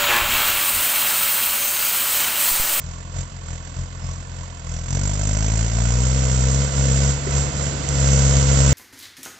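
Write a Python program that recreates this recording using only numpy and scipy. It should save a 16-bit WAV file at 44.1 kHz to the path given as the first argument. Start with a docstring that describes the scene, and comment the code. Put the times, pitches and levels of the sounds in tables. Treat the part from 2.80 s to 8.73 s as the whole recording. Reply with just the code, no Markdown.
"""A diesel tractor chugs unevenly, revs up, eases off a few times and pulls hard again, coming closer.
It drags a loaded cane trolley over a field onto a dirt track: wheels rumble, the load knocks and snaps.
The governor hunts at low speed until the throttle opens. The four cylinders fire as a pulse train that
drives resonators: each firing thumps and barks in the exhaust stack, knocks in the block and lets out
a rasp of gas. The firing rate sets the pitch; fuel, speed and distance set the level."""
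import sys
import numpy as np
from scipy import signal
from scipy.fft import rfft, irfft, next_fast_len
from scipy.io import wavfile
from scipy.ndimage import uniform_filter1d

SR = 44100
rng = np.random.default_rng(int(sys.argv[2]) if len(sys.argv) > 2 else 0)


def store_pcm(level_fs):
    """Save levels as 16-bit WAV."""
    pcm = np.round(np.clip(level_fs, -1, 1) * 32767).astype(np.int16)
    wavfile.write(sys.argv[1], SR, np.atleast_2d(pcm).T)


N = 261513
TIME = np.arange(N) / SR

# firing rate of the engine: t/s, f/Hz
FIRING_RATE = [(0.0, 41.5), (0.386, 44.8), (0.523, 44.98), (0.67, 41.3), (0.905, 43.2), (1.685, 43.73),
               (1.793, 41.3), (2.019, 41.59), (2.251, 49.67), (2.494, 51.39), (3.062, 58.99),
               (3.366, 65.64), (3.593, 63.72), (3.841, 68.8), (4.122, 66.46), (4.257, 68.96),
               (5.005, 70.08), (5.171, 67.69), (5.93, 68.07)]
# shots of fuel from the hunting governor: middle t/s, length/s, share of full fuel added
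GOVERNOR_SURGES = [(.1, .33, 0.38), (.39, 0.175, 0.89), (.719, 0.22, 0.6), (.878, .165, 0.27),
                   (1.0, 0.16, 0.39), (1.296, 0.28, .38), (1.614, 0.25, 0.18), (1.94, .26, 0.58)]
# brief easings under way: middle t/s, length/s, share of full fuel removed
FUEL_EASINGS = [(2.37, 0.25, 0.12), (2.897, 0.16, .18), (3.904, 0.18, .38), (4.395, 0.22, 0.65),
                (4.485, .2, 0.43), (4.717, 0.32, 0.64), (4.996, 0.57, .73), (5.65, 0.14, 0.17)]
# cylinders in firing order: exhaust level/dB, knock and rasp level/dB, bark delay/firing cycles
CYLINDERS = [(-1.1, 3.5, -0.001), (-1.3, 4.5, -0.018), (-0.44, 5, -0.001), (-1.25, 3, -0.028)]
# spectrum of wheels and wind: f/Hz, level/dB
GROUND_SPECTRUM = [(20, -12), (50, -4), (110, -3), (200, -4), (280, -6), (370, -15), (500, -13), (800, -20),
                   (3000, -36)]
# knocks and snaps of the load: t/s, level/dB, f/Hz, time to fall 60 dB/s
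LOAD_IMPACTS = [(2.5328, -17.5, 7270, 0.0061), (2.5738, -12, 7250, 0.0069), (3.7454, -9.5, 6860, 0.0051),
                (4.470, -17.5, 393.1, 0.071), (4.472, -27.5, 1915, 0.021), (4.825, -28.5, 554.3, 0.11),
                (5.0892, -5.5, 7240, 0.0051)]
# modes of a loose metal panel: f/Hz, width/Hz, level/dB
PANEL_MODES = [(497, 52, -1.5), (940, 120, 0), (1050, 130, 0.5), (1122, 55, 2.5), (1746, 99, -4)]
# whistles in the exhaust gas: middle t/s, length/s, f/Hz, width/Hz, level/dB
GAS_WHISTLES = [(1.251, 0.16, 5250, 597, -52), (1.317, 0.15, 5920, 700, -48), (1.96, 0.15, 5870, 800, -45),
                (2.14, 0.17, 6000, 549.3, -41), (2.602, 0.66, 6080, 600, -42),
                (3.7, 0.28, 6600, 884.5, -37), (5.322, .18, 6190, 550, -33),
                (5.526, 0.31, 6530, 800, -33.5)]
# spectrum of the escaping gas: f/Hz, level/dB
RASP_SPECTRUM = [(1500, -32), (3500, -22), (4700, -17.5), (5400, -11.5), (6050, -9), (6600, -7), (7150, -4),
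                 (7450, 0.5), (7700, -10), (8000, -12.5)]
# modes of the block and bonnet: f/Hz, width/Hz, level/dB
BLOCK_MODES = [(503, 140, 4.5), (676, 156, 5.5), (974, 220, 2), (1161, 190, -2), (1351, 200, -1),
               (1503, 256, 0.8), (1804, 170, -3.5), (1998, 203, -1.5), (2184, 290, -4), (2597, 268, -3),
               (2886, 160, -2.5), (3113, 165, -2), (3343, 170, -4.5), (3575, 124, -1.5), (3945, 380, -7.5),
               (4560, 1180, -6)]
# upper response of the stack when lugging: f/Hz, level/dB
COUGH_RESPONSE = [(130, -23), (285, 1), (375, -15.5), (430, 0.5), (500, -5.5), (550, -1.5), (630, 4),
                  (750, -3.5), (850, -8), (1000, -5.5), (1200, -20.5), (1550, -18.5), (2250, -14),
                  (2900, -21.5), (5000, -36)]
# upper response of the stack at speed: f/Hz, level/dB
GROWL_RESPONSE = [(130, -34), (255, -5), (305, -22), (340, -1), (375, -6), (405, -5), (440, -4.5),
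                  (475, 1.5), (510, 5.5), (545, -1.5), (578, -1), (612, -2.5), (680, -9.5), (735, -19),
                  (815, -18), (900, -31.5), (1500, -36.5)]
# low response of the stack: f/Hz, level/dB
STACK_RESPONSE = [(23, -53.5), (38, -6.5), (52, 2.5), (63, 3.9), (69, -0.06), (105, 1.6), (135, 3.5),
                  (152, -2.5), (172, -4.5), (205, -6.5), (268, -8), (305, -20.5), (340, -11), (600, -27.5)]
# added ringing of the pipe on light fuel: f/Hz, level/dB
LIGHT_FUEL_RESPONSE = [(40, 6), (62, -7.5), (88, 4.0), (110, -14.5), (130, -2.5), (172, 2.0),
                       (215, -20.5), (300, -3), (380, -22)]
# muffling of the left microphone port: f/Hz, left minus right level/dB
PORT_BALANCE = [(60, 1.5), (180, 3.5), (310, -0.5), (540, -3.5), (750, -4), (1000, -10.5), (1600, -23.5),
                (2800, -16.5), (4900, -12), (6400, -2.5), (7500, -17.5)]
# phase between the ports: f/Hz, left minus right phase/rad
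PORT_PHASE = [(0, 0), (130, -.3), (500, -1.2), (800, -1.9), (1500, -2.4), (2500, -.3), (6000, -.8),
              (7000, -3)]

THROTTLE_AT_S, THROTTLE_RISE_S = 1.991, .14
WORKING_HZ = 60  # firing rate at the working speed
START_M, CLOSING_M_S = 20.85, 2.267  # the levels below hold at the starting distance
# level/dB at full fuel and working speed, loss/dB with the fuel shut, rise/dB per octave of speed
THUMP_LAW, BARK_LAW = (-21.5, 13.4, 3.6), (-38, 14.6, 5.9)
CLATTER_LAW, RASP_LAW = (-39, 5.87, 5.2), (-30, 11.8, 4.4)
GROUND_DB, GROUND_DB_PER_OCTAVE = -41, 11.5  # at working speed, and rise with speed
PANEL_DB = -50.5
CUTOFF_HZ = 7800


def undb(db):
    """Amplitude ratio of a level in decibels."""
    return 10 ** (np.asarray(db) / 20)


def unit(x):
    """Normalisation to rms 1."""
    return x / np.sqrt(np.mean(x ** 2))


def gains(response, size):
    """Magnitude response on the transform bins, interpolated in log frequency."""
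    hz, db = np.transpose(response)
    return undb(np.interp(np.log(np.fft.rfftfreq(size, 1 / SR) + 1), np.log(hz), db))


def colour(x, response):
    """Minimum-phase filter: by causality it rings after each blow, never before."""
    size = 2 * next_fast_len(N)
    cepstrum = irfft(np.log(gains(response, size)))
    cepstrum[1:size // 2] *= 2
    cepstrum[size // 2 + 1:] = 0
    return irfft(rfft(x, size) * np.exp(rfft(cepstrum)))[..., :N]


def resonate(x, modes):
    """Modal filter: the powers of independent, steep resonances add."""
    hz = np.geomspace(100, 8000, 500)
    power = sum(undb(db) ** 2 / (1 + ((hz ** 2 - f ** 2) / (hz * width)) ** 2) ** 2
                for f, width, db in modes)
    return colour(x, np.transpose([hz, 10 * np.log10(power)]))


def blows(cycle, delay, pattern_db, scatter_db, jitter):
    """Quasi-periodic excitation: one impulse per firing, with delay and jitter in firing cycles."""
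    firing = np.arange(int(cycle[-1]) + 1)
    chance = np.clip(rng.standard_normal((len(firing), 2)), -2, 2)
    onset = firing + np.resize(delay, len(firing)) + jitter * chance[:, 0]
    at = np.interp(onset, cycle, np.arange(N)).astype(int)
    out = np.zeros(N)
    out[at] = undb(np.resize(pattern_db, len(firing)) + scatter_db * chance[:, 1])
    return out


def puffs(pulses, rise_s, fall_s):
    """Envelope with exponential attack and decay after every impulse."""
    t = TIME[:SR // 10]
    return unit(signal.fftconvolve(pulses, (1 - np.exp(-t / rise_s)) * np.exp(-t / fall_s))[:N])


def noise(apart):
    """Partly coherent white noise at two ports; `apart` is the side-to-mid amplitude ratio."""
    mid, side = rng.standard_normal((2, N))
    return mid + apart * side * np.array([[1], [-1]])


def arch(middle_s, length_s):
    """Half-cosine window of height 1."""
    return np.cos(np.pi * np.clip((TIME - middle_s) / length_s, -.5, .5))


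def swells(table):
    """Superposition of raised-cosine bumps, one per row."""
    return sum(height * arch(s, length) ** 2 for s, length, height in table)


def strength(law, fuel, octaves):
    """Source gain whose level is linear in fuel and in octaves of speed."""
    full_db, shut_db, octave_db = law
    return undb(full_db - shut_db * (1 - fuel) + octave_db * octaves)


def ground_rumble(octaves):
    """Broadband noise of wheels and wind grows as a power of speed."""
    gain = undb(GROUND_DB + GROUND_DB_PER_OCTAVE * octaves)
    return gain * unit(colour(noise(apart=.16), GROUND_SPECTRUM))


def load_knocks():
    """Damped free vibration: the trolley bumps over ruts and dry cane snaps."""
    out = np.zeros(N)
    for s, db, hz, t60 in LOAD_IMPACTS:
        t = np.maximum(TIME - s, 0)
        out += undb(db) * np.sin(2 * np.pi * hz * t) * np.exp(-np.log(1000) * t / t60)
    return out


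def panel_buzz(cycle):
    """Forced vibration: every firing shakes a loose panel, whose modes ring briefly."""
    pulses = blows(cycle, delay=.15, pattern_db=[0], scatter_db=2, jitter=.01)
    shaking = puffs(pulses, rise_s=.001, fall_s=.0067) * noise(apart=.7)
    return unit(resonate(shaking, PANEL_MODES))


def gas_whistles(cycle):
    """Amplitude modulation: thin, unsteady exhaust tones swell and throb with the firings."""
    out = np.zeros(N)
    for s, length, hz, width, db in GAS_WHISTLES:
        span = int(SR / width)
        waver = unit(uniform_filter1d(uniform_filter1d(rng.standard_normal(N), span), span))
        out += undb(db) * arch(s, length) * unit(waver * np.sin(2 * np.pi * hz * TIME))
    return out * (1 + .6 * np.sin(2 * np.pi * cycle))


def gas_rasp(cycle, hz, load, pattern_db):
    """Pulsed flow noise: separate chuffs at low speed and under load, a smoother hiss otherwise."""
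    pulses = blows(cycle, delay=.1, pattern_db=pattern_db, scatter_db=1.1, jitter=.012)
    chuff = unit(puffs(pulses, rise_s=.0023, fall_s=.007) / hz ** .7)
    depth = np.clip(.4 + .5 * load - .021 * (hz - 45), 0, 1)
    return unit(colour((depth * chuff + 1 - depth) * noise(apart=.58), RASP_SPECTRUM))


def block_clatter(cycle, hz, load, pattern_db):
    """Impact excitation: each cylinder knocks on its own part of the block; gears whirr beneath."""
    pulses = blows(cycle, delay=.11, pattern_db=pattern_db, scatter_db=1.3, jitter=.003)
    t = TIME[:SR // 20]
    ring = 0
    for cylinder in range(len(CYLINDERS)):  # the pattern repeats every two turns
        path = rng.standard_normal((2, len(t))) * np.exp(-t / .0048)
        own_pulses = pulses * (np.floor(cycle) % len(CYLINDERS) == cylinder)
        ring = ring + signal.fftconvolve(own_pulses[None], path, axes=1)[:, :N]
    rattle = puffs(pulses, rise_s=.0015, fall_s=.0054) * noise(apart=.88)
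    knock = unit((.56 * unit(ring) + 1.14 * rattle) / np.sqrt(hz))
    gears = unit(noise(apart=.739))
    knock_share = np.clip(.28 + .36 * load - .01 * (hz - 45), .05, .95)
    return unit(resonate(np.sqrt(knock_share) * knock + np.sqrt(1 - knock_share) * gears, BLOCK_MODES))


def stack_bark(cycle, hz, load, pattern_db, late):
    """Pulse fronts excite the upper pipe modes: a ragged cough when lugging, a growl at full pull."""
    pulses = blows(cycle, delay=.13 + late, pattern_db=pattern_db, scatter_db=.8, jitter=.003)
    gas = puffs(pulses, rise_s=.001, fall_s=.0028) * noise(apart=.6)
    cough = unit(colour(.9 * unit(pulses) + gas, COUGH_RESPONSE))
    growl = unit(colour(unit(pulses) + .25 * gas, GROWL_RESPONSE))
    pull = np.clip((hz - 58.5) / 8.5, 0, 1) * (.5 + .5 * load)
    return unit((np.sqrt(1 - pull) * cough + np.sqrt(pull) * growl) / np.sqrt(hz))


def stack_thump(cycle, hz, load, pattern_db):
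    """Pressure pulses drive the low pipe resonances; on light fuel they turn uneven and ring on."""
    firm = blows(cycle, delay=.13, pattern_db=pattern_db, scatter_db=.5, jitter=.0079)
    uneven = blows(cycle, delay=.13, pattern_db=pattern_db, scatter_db=3.5, jitter=.024)
    light = colour(uneven, LIGHT_FUEL_RESPONSE)
    valve = np.exp(-.5 * (np.arange(-200, 201) / SR / .0008) ** 2)  # gradual opening rounds each pulse
    pulses = signal.fftconvolve(load * firm + (1 - load) * light, valve, "same")
    return unit(colour(pulses, STACK_RESPONSE) / hz)


def scene():
    """Superposition: one crankshaft times the engine; engine and rumble follow the 1/r spreading law."""
    hz = np.interp(TIME, *np.transpose(FIRING_RATE))
    cycle = np.cumsum(hz) / SR + .5  # counts the firings
    octaves = np.log2(hz / WORKING_HZ)
    throttle = np.clip((TIME - THROTTLE_AT_S) / THROTTLE_RISE_S, 0, 1)
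    load = np.clip(throttle - swells(FUEL_EASINGS), 0, 1)
    fuel = load + swells(GOVERNOR_SURGES)
    exhaust_db, knock_db, late = np.transpose(CYLINDERS)
    engine = (strength(THUMP_LAW, fuel, octaves) * stack_thump(cycle, hz, load, exhaust_db)
              + strength(BARK_LAW, fuel, octaves) * stack_bark(cycle, hz, load, exhaust_db, late)
              + strength(CLATTER_LAW, fuel, octaves) * block_clatter(cycle, hz, load, knock_db)
              + strength(RASP_LAW, fuel, octaves) * gas_rasp(cycle, hz, load, knock_db)
              + undb(PANEL_DB) * (1 - throttle) * panel_buzz(cycle))
    nearness = START_M / np.maximum(START_M - CLOSING_M_S * TIME, 1)
    return nearness * (ground_rumble(octaves) + engine) + load_knocks() + gas_whistles(cycle)


def record(dry):
    """Transfer function of a band-limited phone: the left port is muffled and lags in phase."""
    size = 2 * next_fast_len(N)
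    phase = np.interp(np.fft.rfftfreq(size, 1 / SR), *np.transpose(PORT_PHASE))
    ratio = gains(PORT_BALANCE, size)
    response = 2 * np.array([ratio * np.exp(1j * phase), np.ones_like(ratio)]) / (1 + ratio)
    ports = irfft(rfft(dry, size) * response)[:, :N]
    return signal.sosfilt(signal.ellip(10, .2, 80, CUTOFF_HZ, fs=SR, output="sos"), ports)


dry = scene()
out = record(dry)
store_pcm(out)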